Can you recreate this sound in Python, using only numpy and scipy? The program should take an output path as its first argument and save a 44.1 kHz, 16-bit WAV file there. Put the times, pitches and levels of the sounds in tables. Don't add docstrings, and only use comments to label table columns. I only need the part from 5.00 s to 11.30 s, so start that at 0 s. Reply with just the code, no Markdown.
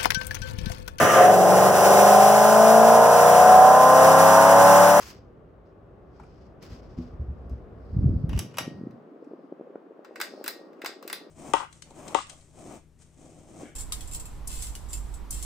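import sys
import numpy as np
from scipy import signal
from scipy.fft import rfft, irfft, next_fast_len
from scipy.io import wavfile
from scipy.ndimage import map_coordinates

SR = 44100
rng = np.random.default_rng(int(sys.argv[2]) if len(sys.argv) > 2 else 0)


def to_wav(s):
    ch = np.atleast_2d(s).T
    pcm = np.round(np.clip(ch, -1, 1) * 32767)
    wavfile.write(sys.argv[1], SR, pcm.astype(np.int16))


N = 277830

# t/s, body/dB, crack/dB, sizzle/dB, lead-in scrape/dB
SWITCH_SNAPS = [(3.391, -39.5, -37.5, -36.5, -50.5), (3.584, -27.5, -31, -35, -58),
                (5.2135, -32, -33.5, -36.5, -68), (5.479, -37.5, -34.5, -32, -69),
                (5.8601, -36, -34.5, -42, -65), (6.1287, -39, -34.5, -35, -61)]
# t/s, f/Hz
BASS_CUTOFF = [(3.38, 25), (3.43, 103.6), (3.98, 116.5), (4.08, 181.4), (4.5, 179), (5.1, 218.7),
               (6.3, 198)]


def amp(db):
    return 10 ** (np.asarray(db) / 20)


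def unit(x):
    return x / np.sqrt(np.mean(x ** 2) + 1e-20)


def along(points, hz):
    f, v = np.transpose(points)
    return np.interp(np.log(hz + 1), np.log(f + 1), v)


def curve(rows):
    return np.interp(np.arange(N) / SR, *np.transpose(rows))


def wobble(rate_hz):
    knots = rng.standard_normal(int(N * rate_hz / SR) + 4)
    return map_coordinates(knots, [np.arange(N) * rate_hz / SR])


def add(track, s, sound):
    part = track[..., max(0, round(s * SR)):][..., :sound.shape[-1]]
    part += sound[..., :part.shape[-1]]


def filtered(x, response):
    n = x.shape[-1]
    m = next_fast_len(n + 8192)
    return irfft(rfft(x, m) * response(np.fft.rfftfreq(m, 1 / SR)), m)[..., :n]


def diffuse(pair):
    # f/Hz, correlation
    coherence = [(100, 0.92), (300, 0.74), (600, 0.69), (1300, 0.2), (2500, 0.44), (5000, 0.13),
                 (8000, 0.92), (12000, 1)]
    turn = lambda hz: np.arccos(np.clip(along(coherence, hz), -1, 1)) / 2
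    mid, side = filtered(pair, lambda hz: np.array([np.cos(turn(hz)), np.sin(turn(hz))]))
    return np.array([mid + side, mid - side])


def rush(spectrum):
    white = rng.standard_normal((2, N))
    return unit(diffuse(filtered(white, lambda hz: amp(along(spectrum, hz)))))


def fan():
    # t/s, relative level/dB
    flow = [(0.0, -54.5), (1.09, -55), (1.93, -50.5), (3.74, -51.5), (3.95, -52.5), (5.12, -53),
            (5.26, -49), (6.3, -52.5)]
    # f/Hz, density/dB
    air_spectrum = [(59, -31), (100, -6.5), (229, -12.5), (328, -9), (381, -8.5), (558, -12), (752, -17.5),
                    (970, -24), (1130, -21), (2370, -40), (2520, -40), (3470, -47), (5080, -54.5),
                    (7610, -61.5), (16000, -64.5)]
    # f/Hz, rms level/dB
    motor_lines = [(120, -74.5), (162, -69.5), (280, -75), (381, -69.5)]
    t = np.arange(N) / SR
    air = amp(curve(flow) + 1.5 + 0.75 * wobble(6.2)) * rush(air_spectrum)
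    hum = np.zeros(N)
    for hz, db in motor_lines:
        peak = np.sqrt(2) * amp(db + 0.89 * wobble(2.1))
        hum += peak * np.sin(2 * np.pi * hz * t + 0.42 * wobble(3.5))
    return air + hum


def bumps(rows, cycles):
    out, t = np.zeros(N), np.arange(-SR // 20, SR // 20) / SR
    for (s, db, hz), phase in zip(rows, rng.uniform(0, 2 * np.pi, len(rows))):
        add(out, s + t[0], amp(db) * np.cos(2 * np.pi * hz * t + phase) / np.cosh(t * hz / cycles))
    return out


def downdraught():
    # t/s, level/dB
    draught = [(0, -50), (.7, -57), (1.9, -47), (2.4, -44), (2.85, -46.5), (2.96, -30), (3.08, -20.5),
               (3.22, -30.5), (3.37, -26.5), (3.5, -43), (3.75, -37.5), (4.1, -54)]
    # f/Hz, density/dB
    rumble_spectrum = [(20, -25), (40, -0.5), (60, 2.5), (110, -8), (180, -9.5), (300, -18), (600, -38),
                       (1500, -83)]
    # t/s, relative peak/dB, f/Hz
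    puffs = [(2.97, -14, 128), (2.993, -14.5, 87), (3.045, -16, 185), (3.063, -10, 120),
             (3.093, -17.5, 250), (3.14, -18, 190), (3.169, -17, 81), (3.244, -14.5, 121), (3.35, -15, 97)]
    rumble = amp(curve(draught)) * rush(rumble_spectrum)
    return rumble + amp(0.5) * bumps(puffs, cycles=0.34)


def strokes(rows, rise_db=46, fall_db_per_s=191):
    t, power = np.arange(N) / SR, np.zeros(N)
    for s, length_s, db in rows:
        before_db = rise_db * np.maximum(s - t, 0) / length_s
        after_db = fall_db_per_s * np.maximum(t - s - length_s, 0)
        power += amp(db - before_db - after_db) ** 2
    return np.sqrt(power)


def clothes(fizz_db=-5, fizz_exponent=2.1):
    # t/s, length/s, relative level/dB
    rustles = [(0, .11, -50), (.655, .025, -80), (1.17, 0.29, -71.5), (1.625, 0.033, -54.5),
               (1.7, .06, -58.5), (1.83, 0.25, -69), (1.975, 0.056, -61), (2.2, 0.42, -82),
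               (2.505, 0.012, -72)]
    # f/Hz, density/dB
    cloth_spectrum = [(300, -27), (1000, 8.5), (2200, 3), (3100, 2.5), (3800, -1.5), (5000, 6.5), (5900, 0),
                      (6800, -8), (11000, -23.5), (16000, -24.5)]
    # f/Hz, density/dB
    fizz_spectrum = [(4500, -28), (6000, 4), (8000, -3.5), (12000, -5), (16000, -6)]
    gain = strokes(rustles)
    grain = amp(2.0 * wobble(60) + 1.3 * wobble(400))
    rub = amp(0.5) * gain * unit(grain * rush(cloth_spectrum))
    fizz_gain = amp(fizz_db) * gain.max() * (gain / gain.max()) ** fizz_exponent
    return rub + fizz_gain * unit(grain * rush(fizz_spectrum))


def band_impulse(resonances, lo_hz, hi_hz, size=2048):
    f = np.fft.rfftfreq(size, 1 / SR) + 1
    power = sum(amp(db) ** 2 / (1 + ((f - hz) / width) ** 2 * 2) ** 2 for hz, width, db in resonances)
    band_loss = (1 + (lo_hz / f) ** 10) * (1 + (f / hi_hz) ** 20)
    cepstrum = irfft(np.log(power / band_loss + 1e-12) / 2)
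    cepstrum[1:size // 2] *= 2
    cepstrum[size // 2 + 1:] = 0
    impulse = irfft(np.exp(rfft(cepstrum)))
    return impulse / np.linalg.norm(impulse)


def room_tail(build_s):
    # f/Hz, t60/s
    room_t60 = [(300, 0.78), (1000, 0.2), (3000, 0.32), (5000, 0.3), (8000, 0.23), (15000, 0.16)]
    hz, t, z = signal.stft(rng.standard_normal((2, SR // 2)), SR, nperseg=256)
    tail = signal.istft(z * amp(-60 * t / along(room_t60, hz)[:, None]), SR, nperseg=256)[1]
    onset = 1 - np.exp(-np.arange(tail.shape[1]) / SR / build_s)
    return unit(diffuse(tail * onset)) / np.sqrt(tail.shape[1])


def contact(colour, tail, t60, hardness, blow=3.5, graze_s=0.00073, spread=0.35):
    t = np.arange(SR // 20) / SR
    onset = 1 - (1 - hardness) * np.exp(-t / graze_s)
    mid, side = rng.standard_normal((2, len(t))) * amp(-60 * t / t60) * onset
    mid[0] += blow * hardness
    side = spread * filtered(side, lambda hz: hz < 7500)
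    sound = tail.copy()
    add(sound, 0, np.array([mid + side, mid - side]) / np.linalg.norm(mid))
    return signal.fftconvolve(sound, colour[None], axes=1) * np.sqrt(.006 * SR)


def click(resonances, levels_db, hardness, wet_db, scatter_db=2.5):
    # low/Hz, high/Hz, rattle t60/s, room send/dB
    bands = [(519, 2620, 0.029, -2), (2500, 9700, 0.04, -1.5), (8890, 13250, .009, -3.5)]
    stirred = [(hz, width, db + scatter_db * rng.standard_normal()) for hz, width, db in resonances]
    tail = amp(wet_db) * room_tail(build_s=0.001)
    gains = amp(np.array(levels_db) + [-.8, .3, 1.7] + 1.5 * hardness)
    return sum(gain * contact(band_impulse(stirred, lo, hi), amp(room_db) * tail, t60, hardness)
               for gain, (lo, hi, t60, room_db) in zip(gains, bands))


def small_ticks():
    # t/s, body/dB, crack/dB, sizzle/dB
    ticks = [(1.1981, -44, -66.5, -78), (1.235, -51.5, -69, -86), (1.627, -64, -55, -61),
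             (2.496, -73, -66, -74), (4.2446, -71, -72, -94), (4.755, -48, -87.5, -100)]
    # f/Hz, width/Hz, level/dB
    resonances = [(850, 440, 4.5), (1360, 260, 2), (2400, 290, -9), (3200, 600, -19), (5340, 1800, -15),
                  (11900, 7000, -15)]
    out = np.zeros((2, N))
    for s, *levels_db in ticks:
        add(out, s, amp(-4.0) * click(resonances, levels_db, hardness=1, wet_db=-1))
    return out


def footsteps(attack_s=.005):
    # t/s, relative level/dB, tilt/(dB/octave)
    thuds = [(1.201, -42.5, 1), (1.706, -33.5, 0), (1.977, -29, 5.5), (2.135, -36, -13), (2.197, -21, -7),
             (2.285, -22, -7), (2.455, -31, -5.5), (2.516, -23.5, -5.5)]
    # f/Hz, level/dB, t60/s
    floor_modes = [(66.9, 1.5, .16), (108, -1, 0.12), (163.6, -6.5, 0.15), (234.6, -9.5, 0.27),
                   (333, -21, 0.27)]
    out, t = np.zeros(N), np.arange(SR // 2) / SR
    onset = 1 - np.exp(-t / attack_s)
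    for s, db, tilt in thuds:
        for hz, mode_db, t60 in floor_modes:
            level_db = db + 2.0 + mode_db + tilt * np.log2(hz / floor_modes[0][0])
            pitch_hz = hz * (1 + .05 * rng.standard_normal())
            add(out, s, amp(level_db - 60 * t / t60) * onset * np.sin(2 * np.pi * pitch_hz * t))
    return out


def bead_chains(travel_s=.098, rise_db_per_s=111, jingle_db=-28.5, fall_db_per_s=77):
    # t/s, length/s, level/dB
    grips = [(2.87, 0.38, -75), (4.24, 0.23, -86.5), (5.3, 0.25, -66.5)]
    # f/Hz, density/dB
    bead_spectrum = [(2500, -23), (4200, -4), (4700, 0), (5200, -1), (6000, -12.5), (7500, -22.5),
                     (9600, -17.5), (11500, -30), (14000, -22.5), (16000, -28)]
    # f/Hz, density/dB
    ferrule_spectrum = [(700, -9), (1800, -5.5), (2700, 4.5), (3700, -12.5), (4800, -6.5), (7000, -13),
                        (11000, -24), (14000, -29)]
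    t = np.arange(N) / SR
    taut, loose = np.zeros(N), strokes(grips)
    for s, _, crack_db, _, scrape_db in SWITCH_SNAPS:
        taut += amp(scrape_db - rise_db_per_s * abs(t - s)) * (t > s - travel_s) * (t < s)
        loose += amp(crack_db + jingle_db - fall_db_per_s * abs(t - s)) * (t > s)
    jingle = loose * unit(amp(1.5 * wobble(200)) * rush(bead_spectrum))
    scrape = taut * unit(amp(3.5 * wobble(200)) * rush(ferrule_spectrum))
    return jingle + scrape


def housing_ring():
    # f/Hz, level/dB, t60/s
    housing_modes = [(1160, 1, .33), (1217, -5, .33), (1314, -2, .3), (1549, 0, .22), (1876, 3, .55),
                     (1970, -8, .3), (2143, -4, .25), (2788, -6, .25), (2905, 3, .25), (3158, -6, .2),
                     (3590, 1, .16), (3715, -2, .2), (3991, -1, .22), (4700, -6, .45), (5670, -14, .27),
                     (7730, -18, .35)]
    hz, db, t60 = np.transpose(housing_modes)
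    t = np.arange(SR * 2 // 3) / SR
    detuned_hz = hz * (1 + 0.00066 * rng.standard_normal(len(hz)))
    modes = amp(db[:, None] - 60 * t / t60[:, None]) * np.sin(2 * np.pi * detuned_hz[:, None] * t)
    scatter_db = rng.normal(0, 2.0, len(hz)) + rng.normal(0, 1.5, (2, len(hz)))
    strengths = amp(scatter_db) * rng.choice([-1, 1], len(hz))
    return strengths @ modes


def pull_switches(speed_from_s=3.8, catch_hardness=0.21, ring_db=-20.5):
    # t/s, level/dB, brightness/dB
    bead_catches = [(3.2926, -50.5, -6.5), (3.3303, -54.5, -11), (3.376, -50, -6), (3.541, -61.5, -9),
                    (3.571, -45, -4), (3.908, -71.5, -6), (5.0467, -58.5, -10), (5.1577, -49.5, -8),
                    (5.2011, -40.5, -4), (5.441, -44.5, 2.5), (5.461, -42.5, -4), (5.73, -72.5, -6),
                    (5.8173, -49, -8), (5.8456, -42.5, -8), (6.0259, -53.5, -3.5), (6.077, -44.5, 3),
                    (6.0987, -44, -6)]
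    # f/Hz, width/Hz, level/dB
    light_switch = [(830, 1300, 0), (1440, 180, -6.5), (2300, 320, -8.5), (2970, 430, 5.5), (3800, 300, 0),
                    (4780, 310, 0), (5730, 780, 1.5), (7800, 580, -9), (10800, 1300, -11.5),
                    (13000, 1640, -20), (15300, 1500, -7.5)]
    # f/Hz, width/Hz, level/dB
    speed_switch = [(1160, 620, 5), (1550, 190, 10.5), (2015, 370, 5.5), (2640, 360, -0.5),
                    (3620, 420, -2.5), (4060, 140, 0), (4890, 600, -1.5), (5920, 400, -9),
                    (7700, 2250, -11.5), (10100, 710, -11.5), (12050, 530, -15.5), (14650, 920, -1)]
    out = np.zeros((2, N))
    snaps = [(*row[:4], 1) for row in SWITCH_SNAPS]
    catches = [(s, db - bright, db, db + bright, catch_hardness) for s, db, bright in bead_catches]
    for s, body_db, crack_db, sizzle_db, hardness in snaps + catches:
        switch, wet_db = (light_switch, -1) if s < speed_from_s else (speed_switch, -0.5)
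        add(out, s, click(switch, (body_db, crack_db, sizzle_db), hardness, wet_db))
        add(out, s, amp((body_db + crack_db) / 2 + ring_db) * housing_ring())
    return out


def handling(patter_from_s=3.6, patter_count=110, weakest_db=-49, range_db=11.5):
    # t/s, relative peak/dB
    hand_knocks = [(3.42, -32), (3.449, -34), (3.611, -33.5), (3.68, -25.5), (3.814, -29.5), (3.838, -28),
                   (3.872, -26.5), (4.314, -32), (4.336, -30.5), (4.525, -27), (4.598, -33.5),
                   (4.612, -29.5), (4.758, -27.5), (4.92, -38.5), (4.993, -36.5), (5.111, -36),
                   (5.339, -32.5), (5.413, -30.5), (5.614, -38), (5.841, -32.5), (5.895, -35.5),
                   (6.215, -39.5)]
    pitch_hz = lambda s: 2.026 * np.interp(s, *np.transpose(BASS_CUTOFF))
    when, size, detune = rng.random((patter_count, 3)).T
    times_s = patter_from_s + (N / SR - patter_from_s) * when
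    patter_hz = pitch_hz(times_s) * (.7 + .7 * detune)
    patter = np.column_stack([times_s, weakest_db + range_db * size, patter_hz])
    knocks = [(s, db, pitch_hz(s)) for s, db in hand_knocks]
    return amp(4.0) * bumps(knocks, cycles=0.25) + bumps(patter, cycles=0.81)


def scene():
    fixture = fan() + pull_switches() + bead_chains()
    approach = footsteps() + small_ticks() + clothes()
    return fixture + approach + downdraught() + handling()


def record(dry, low_hz=42, top_hz=16100):
    # f/Hz, level/dB
    balance = [(250, 0), (550, 1.8), (1100, 3.2), (2200, .4), (4200, 1.8), (8000, 0)]
    # f/Hz, phase/rad
    phase_lead = [(7500, 0), (8600, -.9), (9300, -2.8), (10000, -3.4), (11000, -5.6), (12400, -6.8),
                  (13200, -9.1), (13800, -9.7), (14700, -12), (16000, -12.5)]
    hz, t, z = signal.stft(dry, SR, nperseg=2048, noverlap=1536)
    edge_hz = np.interp(t, *np.transpose(BASS_CUTOFF))
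    high_pass = 1 / np.sqrt(1 + (edge_hz / (hz[:, None] + 1)) ** 14)
    thinned = signal.istft(z * high_pass, SR, nperseg=2048, noverlap=1536)[1][:, :N]
    half = np.array([[.5], [-.5]])
    ports = lambda f: amp(half * along(balance, f)) * np.exp(1j * half * along(phase_lead, f))
    low_cut = lambda f: 1 / np.sqrt(1 + (low_hz / (f + 1)) ** 4)
    top_cut = lambda f: 1 / np.sqrt(1 + (f / top_hz) ** 160)
    return filtered(thinned, lambda f: ports(f) * low_cut(f) * top_cut(f))


dry = scene()
out = record(dry)
to_wav(out)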